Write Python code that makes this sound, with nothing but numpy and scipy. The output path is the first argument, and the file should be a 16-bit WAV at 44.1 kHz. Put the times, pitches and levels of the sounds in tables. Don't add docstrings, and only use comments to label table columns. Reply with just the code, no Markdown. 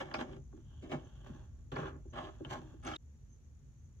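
import sys
import numpy as np
from scipy import signal
from scipy.fft import rfft, irfft
from scipy.io import wavfile

SR = 44100
rng = np.random.default_rng(int(sys.argv[2]) if len(sys.argv) > 2 else 0)


def transcribe(u):
    v = np.clip(np.atleast_2d(u).T, -1, 1)
    q = np.round(v * 32767).astype(np.int16)
    wavfile.write(sys.argv[1], SR, q)


N = 176400

# frequency in Hz, relative spectral density in dB.
AIR_SPECTRUM = [(25, -25.5), (38, -8), (50, 4.5), (70, -4.5), (100, -2), (135, -7), (180, -16.5),
                (245, -16), (310, -27.5), (420, -30), (640, -40.5), (1200, -44), (2500, -50), (5500, -54.5),
                (5950, -40), (6400, -49), (6700, -45.5), (7200, -45.5), (7700, -57), (9300, -64),
                (11500, -55.5), (13000, -75), (15000, -64)]
# time in seconds, gain in dB.
RUMBLE_CURVE = [(0, 0), (1.8, 2.5), (2.9, 2), (3.1, -6), (4, -3.5)]
# frequency in Hz, level in dB.
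HUM_TONES = [(74, -59.5), (120, -70), (142, -71)]
# frequency in Hz, relative level in dB, t60 in seconds,
# phase between left and right in radians.
MIRROR_MODES = [(140.2, 3.5, 0.29, 0.17), (174, -3.5, .12, 0.063), (249, 1, 0.11, 0.18),
                (313.9, -1, 0.31, 1.16), (338.2, -2.5, 0.13, .6), (387.3, -0.5, 0.15, 0.85),
                (549, -5, 0.067, 2.3), (617.3, -6.5, 0.17, 1.04), (792.6, -3, 0.073, 1.14),
                (839.2, -8, 0.12, 0.85), (1060, -7.5, 0.095, 0.87), (1157, -6, 0.045, 0.73),
                (1265, -9, 0.15, 2.16), (1385, -7, 0.095, 1.66), (1580, -7, 0.03, 0.86),
                (1713, -7, 0.03, 0.67), (2248, -13, 0.019, 1.7), (2600, -19.5, 0.026, 2.1),
                (3240, -4, 0.0021, 1.4)]
# frequency in Hz, relative spectral density in dB.
SHELL_SPECTRUM = [(80, -12.5), (150, 3.5), (380, -4.5), (470, 2), (650, 1.5), (800, 1.5), (1650, -8),
                  (1980, -12), (2500, -13.5), (3200, -7.5), (3800, -17.5), (4500, -20.5), (5400, -24),
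                  (6100, -16.5), (7000, -22.5), (8300, -28.5), (9400, -41), (12000, -30.5), (13000, -40),
                  (15000, -38)]
# time in seconds, then the drive of middle, bass and treble in dB.
TWIST_CURVES = [
    [(0, -39, -48, -50), (.022, -49, -53, -63), (.04, -59, -59, -71.5), (.135, -58.5, -61, -75),
     (.155, -41.5, -57, -62), (.18, -62, -42.5, -65), (.2, -47, -49.5, -57.5), (.222, -47, -52.5, -63),
     (.26, -66, -53, -76), (.365, -66, -56.5, -76.5), (.41, -106, -65.5, -110)],
    [(.82, -86, -54.5, -68), (.85, -60.5, -55.5, -71.5), (.88, -73.5, -56, -81), (.91, -57, -50.5, -61),
     (.92, -42, -41, -56.5), (.94, -45.5, -49, -61), (.97, -64, -47.5, -70), (1.0, -72, -62.5, -82),
     (1.07, -77, -60.5, -83)],
    [(1.717, -51.5, -44, -54), (1.726, -55, -42.5, -64.5), (1.755, -53, -58, -68), (1.766, -43, -44, -59.5),
     (1.795, -47.5, -52, -62.5), (1.85, -50.5, -48.5, -68.5), (1.877, -49, -60, -65),
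     (1.895, -59.5, -59, -71), (1.95, -66.5, -56, -100), (2.01, -87, -69, -101)],
    [(2.122, -70, -53.5, -85), (2.133, -56.5, -57, -72), (2.155, -46, -58, -64.5), (2.186, -41, -52, -59.5),
     (2.206, -47.5, -53.5, -62.5), (2.23, -53.5, -48.5, -65.5), (2.245, -56, -59.5, -64),
     (2.288, -54, -54, -70.5), (2.31, -75, -71, -80), (2.36, -73, -73, -84)],
    [(2.45, -61, -48.5, -77), (2.485, -69, -60, -72), (2.503, -49, -61, -54.5), (2.514, -45, -42, -55),
     (2.528, -45.5, -53.5, -50), (2.55, -46.5, -54, -66.5), (2.574, -57, -48.5, -60.5),
     (2.602, -70, -60.5, -83), (2.66, -84, -65, -98)],
    [(2.826, -63.5, -70, -70), (2.838, -57.5, -54, -68.5), (2.856, -55, -47, -58.5),
     (2.876, -46.5, -48.5, -54.5), (2.908, -49, -51.5, -59), (2.926, -46.5, -51, -55),
     (2.94, -47, -60, -67), (2.954, -76, -60, -57.5), (2.966, -74, -80, -58)],
]
# frequency in Hz, gain of the added band in dB.
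TWIST_FOCUS = [(1140, -30), (780, -3), (1500, -4), (796, 7), (940, 27), (1160, 9)]
# start in seconds, gain in dB, lower and upper band edge in Hz.
JOINT_KNOCKS = [(.012, -17, 398, 3520), (0.086, -24, 706, 2200), (0.1133, -15.5, 700, 2800),
                (0.1422, -4.5, 447, 6400), (0.15, -19.5, 302, 2880), (0.191, -13, 302, 4000),
                (0.2104, -12.5, 198, 5000), (.29, -29.5, 500, 3000), (.331, -28, 250, 3040),
                (0.527, -31.5, 150, 1190), (0.712, -41, 900, 1990), (.828, -29, 100, 1480),
                (0.917, -12.5, 303, 4030), (0.934, -17, 89.5, 890), (0.944, -13.5, 91, 720),
                (1.263, -25, 297, 2000), (1.293, -30, 101, 1530), (1.72, -22, 100, 2500),
                (1.762, -12.5, 300, 2820), (1.788, -12, 120, 1510), (1.877, -18.5, 594, 2200),
                (2.133, -28, 400, 3000), (2.148, -30, 497, 2500), (2.175, -32, 507, 2010),
                (2.269, -22, 500, 2500), (2.448, -19.5, 495, 2920), (2.511, -15.5, 705, 4040),
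                (2.858, -17.5, 197, 1500)]
# start in seconds, level in dB, pitch in Hz, t60 in seconds.
WASHER_CLICKS = [(0.012, -39.5, 3140, 0.017), (0.1134, -52, 3030, .025), (0.1395, -39, 4700, 0.019),
                 (0.1427, -35.5, 2330, 0.033), (.15, -37.5, 2300, .03), (.152, -52.5, 5000, 0.1),
                 (0.189, -45.5, 3660, 0.017), (0.2092, -53, 6140, 0.0071), (.211, -47.5, 3480, 0.015),
                 (0.332, -56.5, 3250, 0.026), (.92, -45, 2940, 0.036), (1.717, -48, 3280, .035),
                 (1.758, -51, 4300, 0.018), (1.765, -44.5, 2240, 0.032), (1.802, -46, 3280, .02),
                 (1.821, -51, 3280, 0.016), (1.867, -52, 3220, 0.033), (2.448, -43.5, 2970, 0.045),
                 (2.509, -55, 6800, 0.011)]
# start in seconds, level in dB, pitch in Hz, t60 of the damping in seconds.
ARM_THUMPS = [(0.219, -13.5, 256, 0.56), (0.276, -20, 280, 0.23), (.534, -22, 283, .4),
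              (0.576, -27, 347, 0.81), (.832, -20, 244, .3), (.932, -9, 248, 0.31), (.942, -11, 146, .4),
              (1.298, -16, 183, .25), (1.34, -28.5, 297, .3), (1.725, -20, 165, 0.23),
              (1.776, -11, 150, 0.12), (1.808, -12, 182, 0.39), (2.053, -24, 355, 1),
              (2.405, -13, 364, 0.54), (2.737, -24, 343, 0.63)]
# time in seconds, drive in dB.
FINGER_CURVE = [(.5, -87), (.55, -70.5), (.65, -78.5), (.72, -68.5), (.8, -72.5), (1.08, -64),
                (1.22, -67.5), (1.265, -55.5), (1.33, -60.5), (1.41, -60.5), (1.52, -79), (1.59, -73.5),
                (1.68, -99), (2.34, -64.5), (2.47, -63.5), (2.7, -62), (2.83, -76)]
# time in seconds, level in dB.
THREAD_CURVE = [(.58, -94), (.7, -76), (.9, -76), (1.1, -76), (1.3, -75), (1.4, -87), (1.5, -102),
                (2.11, -105), (2.135, -66.5), (2.19, -54), (2.215, -69), (2.245, -56), (2.28, -77),
                (2.36, -87), (2.7, -91), (2.95, -80), (2.98, -74), (3.06, -77), (3.14, -94)]
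# start and length in seconds, level in dB, pitch in Hz,
# fall in octaves, waver in Hz.
METAL_SQUEAKS = [(2.832, .014, -71, 9100, .02, 600), (2.847, 0.0079, -56, 8900, .05, 400),
                 (2.858, 0.025, -49, 6300, 0.024, 300), (2.93, 0.022, -43.5, 3145, 0.042, 160),
                 (2.96, 0.0075, -37.5, 4340, .4, 110)]

CHIRP_RATE_HZ, CHIRP_HZ, CHIRP_MAX_DB, CHIRP_SHARE = 53, 7135, -69.5, 0.97
WHISTLE_HZ, WHISTLE_DB, WHISTLE_SWING_DB = 6260, -89, 6.5
MODE_RISE_S, MODE_SCATTER_DB = 0.00039, 1.5
SHELL_DB, SHELL_T60_S, SHELL_RISE_S = -5, 0.041, 0.00056
ROOM_DB, ROOM_T60_S, ROOM_DAMP_HZ = -15, 0.34, 2640
SLIP_HZ, SLIP_JITTER, GRIT_DB = 349.6, 0.38, -5
BASS_HZ, TREBLE_HZ = 481, 2260
MIDDLE_DB, BASS_DB, TREBLE_DB = 2, 4.5, 4
CLICK_BAND_RATIO, THUMP_BAND_RATIO = 1.077, 1.272
NUT_SCATTER_DB, THREAD_HZ = 5.5, 3140
LEAN_HZ, LEAN_DB = 624, 1.25
STOP_AT_S, STOP_FADE_S, DIP_DB, DIP_RECOVER_S = 2.969, 0.0039, -20, 0.017


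def undb(db):
    return 10 ** (np.asarray(db) / 20)


def unit(x):
    return x / np.sqrt(np.mean(x ** 2, axis=-1, keepdims=True))


def energy_one(x):
    return unit(x) / np.sqrt(x.shape[-1])


def filt(x, hz, kind, order=2):
    return signal.sosfilt(signal.butter(order, np.clip(hz, 10, SR * .45), kind, fs=SR, output="sos"), x)


def resonance(x, hz, q):
    return signal.lfilter(*signal.iirpeak(hz, q, fs=SR), x)


def fade(t, t60):
    return np.exp(-np.log(1000) * t / t60)


def level(times, db):
    t = np.arange(N) / SR
    return undb(np.interp(t, times, db)) * (t >= times[0]) * (t <= times[-1])


def add(out, start, x):
    i = max(int(start * SR), 0)
    out[:, i:i + x.shape[-1]] += x[..., :N - i]


def walk(hz):
    return unit(filt(rng.standard_normal(N), hz, "low"))


def noise(points, wide_hz, size):
    f = np.maximum(np.fft.rfftfreq(size, 1 / SR), 1)
    hz, db = np.array(points).T
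    colour = undb(np.interp(np.log(f), np.log(hz), db))
    mid, side = rfft(rng.standard_normal((2, size))) * colour
    side *= 0.31 + 0.77 * f ** 2 / (f ** 2 + wide_hz ** 2)
    return unit(irfft(np.array([mid + side, mid - side]), size))


def chirp(length, hz, fall, waver_hz):
    u = np.linspace(0, 1, max(int(length * SR), 2))
    pitch = hz * 2 ** (-fall * u) + waver_hz[:len(u)]
    phase = 2 * np.pi * np.cumsum(pitch) / SR + np.array([[0], [1]])
    return np.sin(np.pi * u) ** 2 * (np.sin(phase) + undb(-26) * np.sin(2 * phase))


def workshop():
    t = np.arange(N) / SR
    out = undb(-54.5) * noise(AIR_SPECTRUM, wide_hz=650, size=N)
    rumble_gain = undb(np.interp(t, *np.array(RUMBLE_CURVE).T))
    out += filt(out, 247, "low", order=1) * (rumble_gain - 1)
    for hz, db in HUM_TONES:
        out += undb(db) * np.sqrt(2) * np.sin(2 * np.pi * hz * t) * (1 + 0.76 * walk(hz=4))
    return out


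def chirping():
    out, waver = np.zeros((2, N)), 60 * walk(hz=700)
    for k, (late, softer, chance) in enumerate(rng.random((int(N / SR * CHIRP_RATE_HZ) - 1, 3))):
        start = (k + 0.27 * late) / CHIRP_RATE_HZ
        if chance < CHIRP_SHARE:
            tone = chirp(length=0.0077, hz=CHIRP_HZ, fall=0.069, waver_hz=waver[int(start * SR):])
            add(out, start, undb(CHIRP_MAX_DB - 11 * softer) * tone)
    return out


def whistle():
    hiss = unit(filt(rng.standard_normal((2, N)), [WHISTLE_HZ - 170, WHISTLE_HZ + 170], "band"))
    return hiss * undb(WHISTLE_DB + WHISTLE_SWING_DB * walk(hz=9.3))


def modes():
    t, sides = np.arange(SR // 3) / SR, np.array([[.5], [-.5]])
    rings = []
    for k, (hz, db, t60, phase) in enumerate(MIRROR_MODES):
        tone = np.sin(2 * np.pi * hz * t + sides * phase) * fade(t, t60)
        rings.append((-1) ** k * undb(db) * energy_one(tone))
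    return np.array(rings) * (1 - np.exp(-t / MODE_RISE_S))


def mirror(rings):
    t = np.arange(rings.shape[-1]) / SR
    weights = undb(MODE_SCATTER_DB * rng.standard_normal(len(rings)))
    clear = energy_one(np.tensordot(weights, rings, 1))
    diffuse = noise(SHELL_SPECTRUM, wide_hz=287, size=len(t))
    shell = energy_one(diffuse * fade(t, SHELL_T60_S) * (1 - np.exp(-t / SHELL_RISE_S)))
    room = energy_one(filt(diffuse[:, ::-1], ROOM_DAMP_HZ, "low", order=1) * fade(t, ROOM_T60_S))
    return energy_one(clear + undb(SHELL_DB) * shell + undb(ROOM_DB) * room)


def ring(force, response):
    return signal.fftconvolve(force[None], response, axes=1)[:, :N]


def slips(scatter_db):
    gap, size = rng.standard_normal((4000, 2)).T
    at = (np.cumsum(np.exp(SLIP_JITTER * gap)) * SR / SLIP_HZ).astype(int)
    force = np.zeros(N)
    force[at[at < N]] = undb(scatter_db * size[at < N])
    return unit(unit(force - force.mean()) + undb(GRIT_DB) * rng.standard_normal(N))


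def lean(x):
    side_gain = undb([[-LEAN_DB], [LEAN_DB]])
    return x + (side_gain - 1) * resonance(x, LEAN_HZ, q=2)


def pivot(rings):
    out = np.zeros((2, N))
    force = filt(slips(scatter_db=3), 9500, "low", order=1)
    for curve, (focus_hz, focus_db) in zip(TWIST_CURVES, TWIST_FOCUS):
        times, *drives = np.array(curve).T
        span = slice(int(times[0] * SR), int(times[-1] * SR))
        body = mirror(rings)
        middle = filt(body, [BASS_HZ, TREBLE_HZ], "band", order=4)
        middle += undb(focus_db) * resonance(middle, focus_hz, q=2.2)
        bass = filt(body, BASS_HZ, "low", order=4)
        treble = filt(body, TREBLE_HZ, "high", order=4)
        for band, db, drive in zip((middle, bass, treble), (MIDDLE_DB, BASS_DB, TREBLE_DB), drives):
            push = force * level(times, drive)
            add(out, times[0], undb(db) * ring(push[span], energy_one(band)))
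    return out


def knocks(rings):
    out = np.zeros((2, N))
    for start, db, low_hz, high_hz in JOINT_KNOCKS:
        add(out, start, undb(db) * filt(mirror(rings), [low_hz, high_hz], "band"))
    return out


def clicks():
    out, t = np.zeros((2, N)), np.arange(SR // 10) / SR
    for start, db, hz, t60 in WASHER_CLICKS:
        burst = rng.standard_normal((2, len(t)))
        metal = unit(filt(burst, [hz / CLICK_BAND_RATIO, hz * CLICK_BAND_RATIO], "band"))
        crack = undb(-14.5) * filt(burst, 7000, "low") * fade(t, t60=0.0071)
        add(out, start, undb(db) * (metal * fade(t, t60) + crack))
    return out


def thumps(rings):
    out, t = np.zeros((2, N)), np.arange(rings.shape[-1]) / SR
    for start, db, hz, t60 in ARM_THUMPS:
        low_modes = filt(mirror(rings), [hz / THUMP_BAND_RATIO, hz * THUMP_BAND_RATIO], "band")
        add(out, start, undb(db) * energy_one(low_modes * fade(t, t60)))
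    return out


def fingers(rings):
    force = slips(NUT_SCATTER_DB) * level(*np.array(FINGER_CURVE).T)
    return ring(force, mirror(rings))


def thread():
    grit = np.array([slips(NUT_SCATTER_DB), slips(NUT_SCATTER_DB)])
    bolt = unit(filt(grit, [THREAD_HZ - 210, THREAD_HZ + 210], "band"))
    return bolt * level(*np.array(THREAD_CURVE).T)


def squeaks():
    out, waver = np.zeros((2, N)), walk(hz=940)
    for start, length, db, hz, fall, waver_hz in METAL_SQUEAKS:
        add(out, start, undb(db) * chirp(length, hz, fall, waver_hz * waver[int(start * SR):]))
    return out


def scene():
    t, rings = np.arange(N) / SR, modes()
    gate = np.clip((STOP_AT_S - t) / STOP_FADE_S, 0, 1)
    dip = undb(DIP_DB * (1 - gate / 2) * np.exp(-np.abs(t - STOP_AT_S) / DIP_RECOVER_S))
    housing = lean(pivot(rings) + fingers(rings) + knocks(rings) + thumps(rings))
    handling = housing + clicks() + thread()
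    return handling * gate + squeaks() + (workshop() + chirping() + whistle()) * dip


def record(dry):
    top_cut = signal.ellip(8, .2, 70, 15650, fs=SR, output="sos")
    return signal.sosfilt(top_cut, filt(dry, 28, "high"))


dry = scene()
out = record(dry)
transcribe(out)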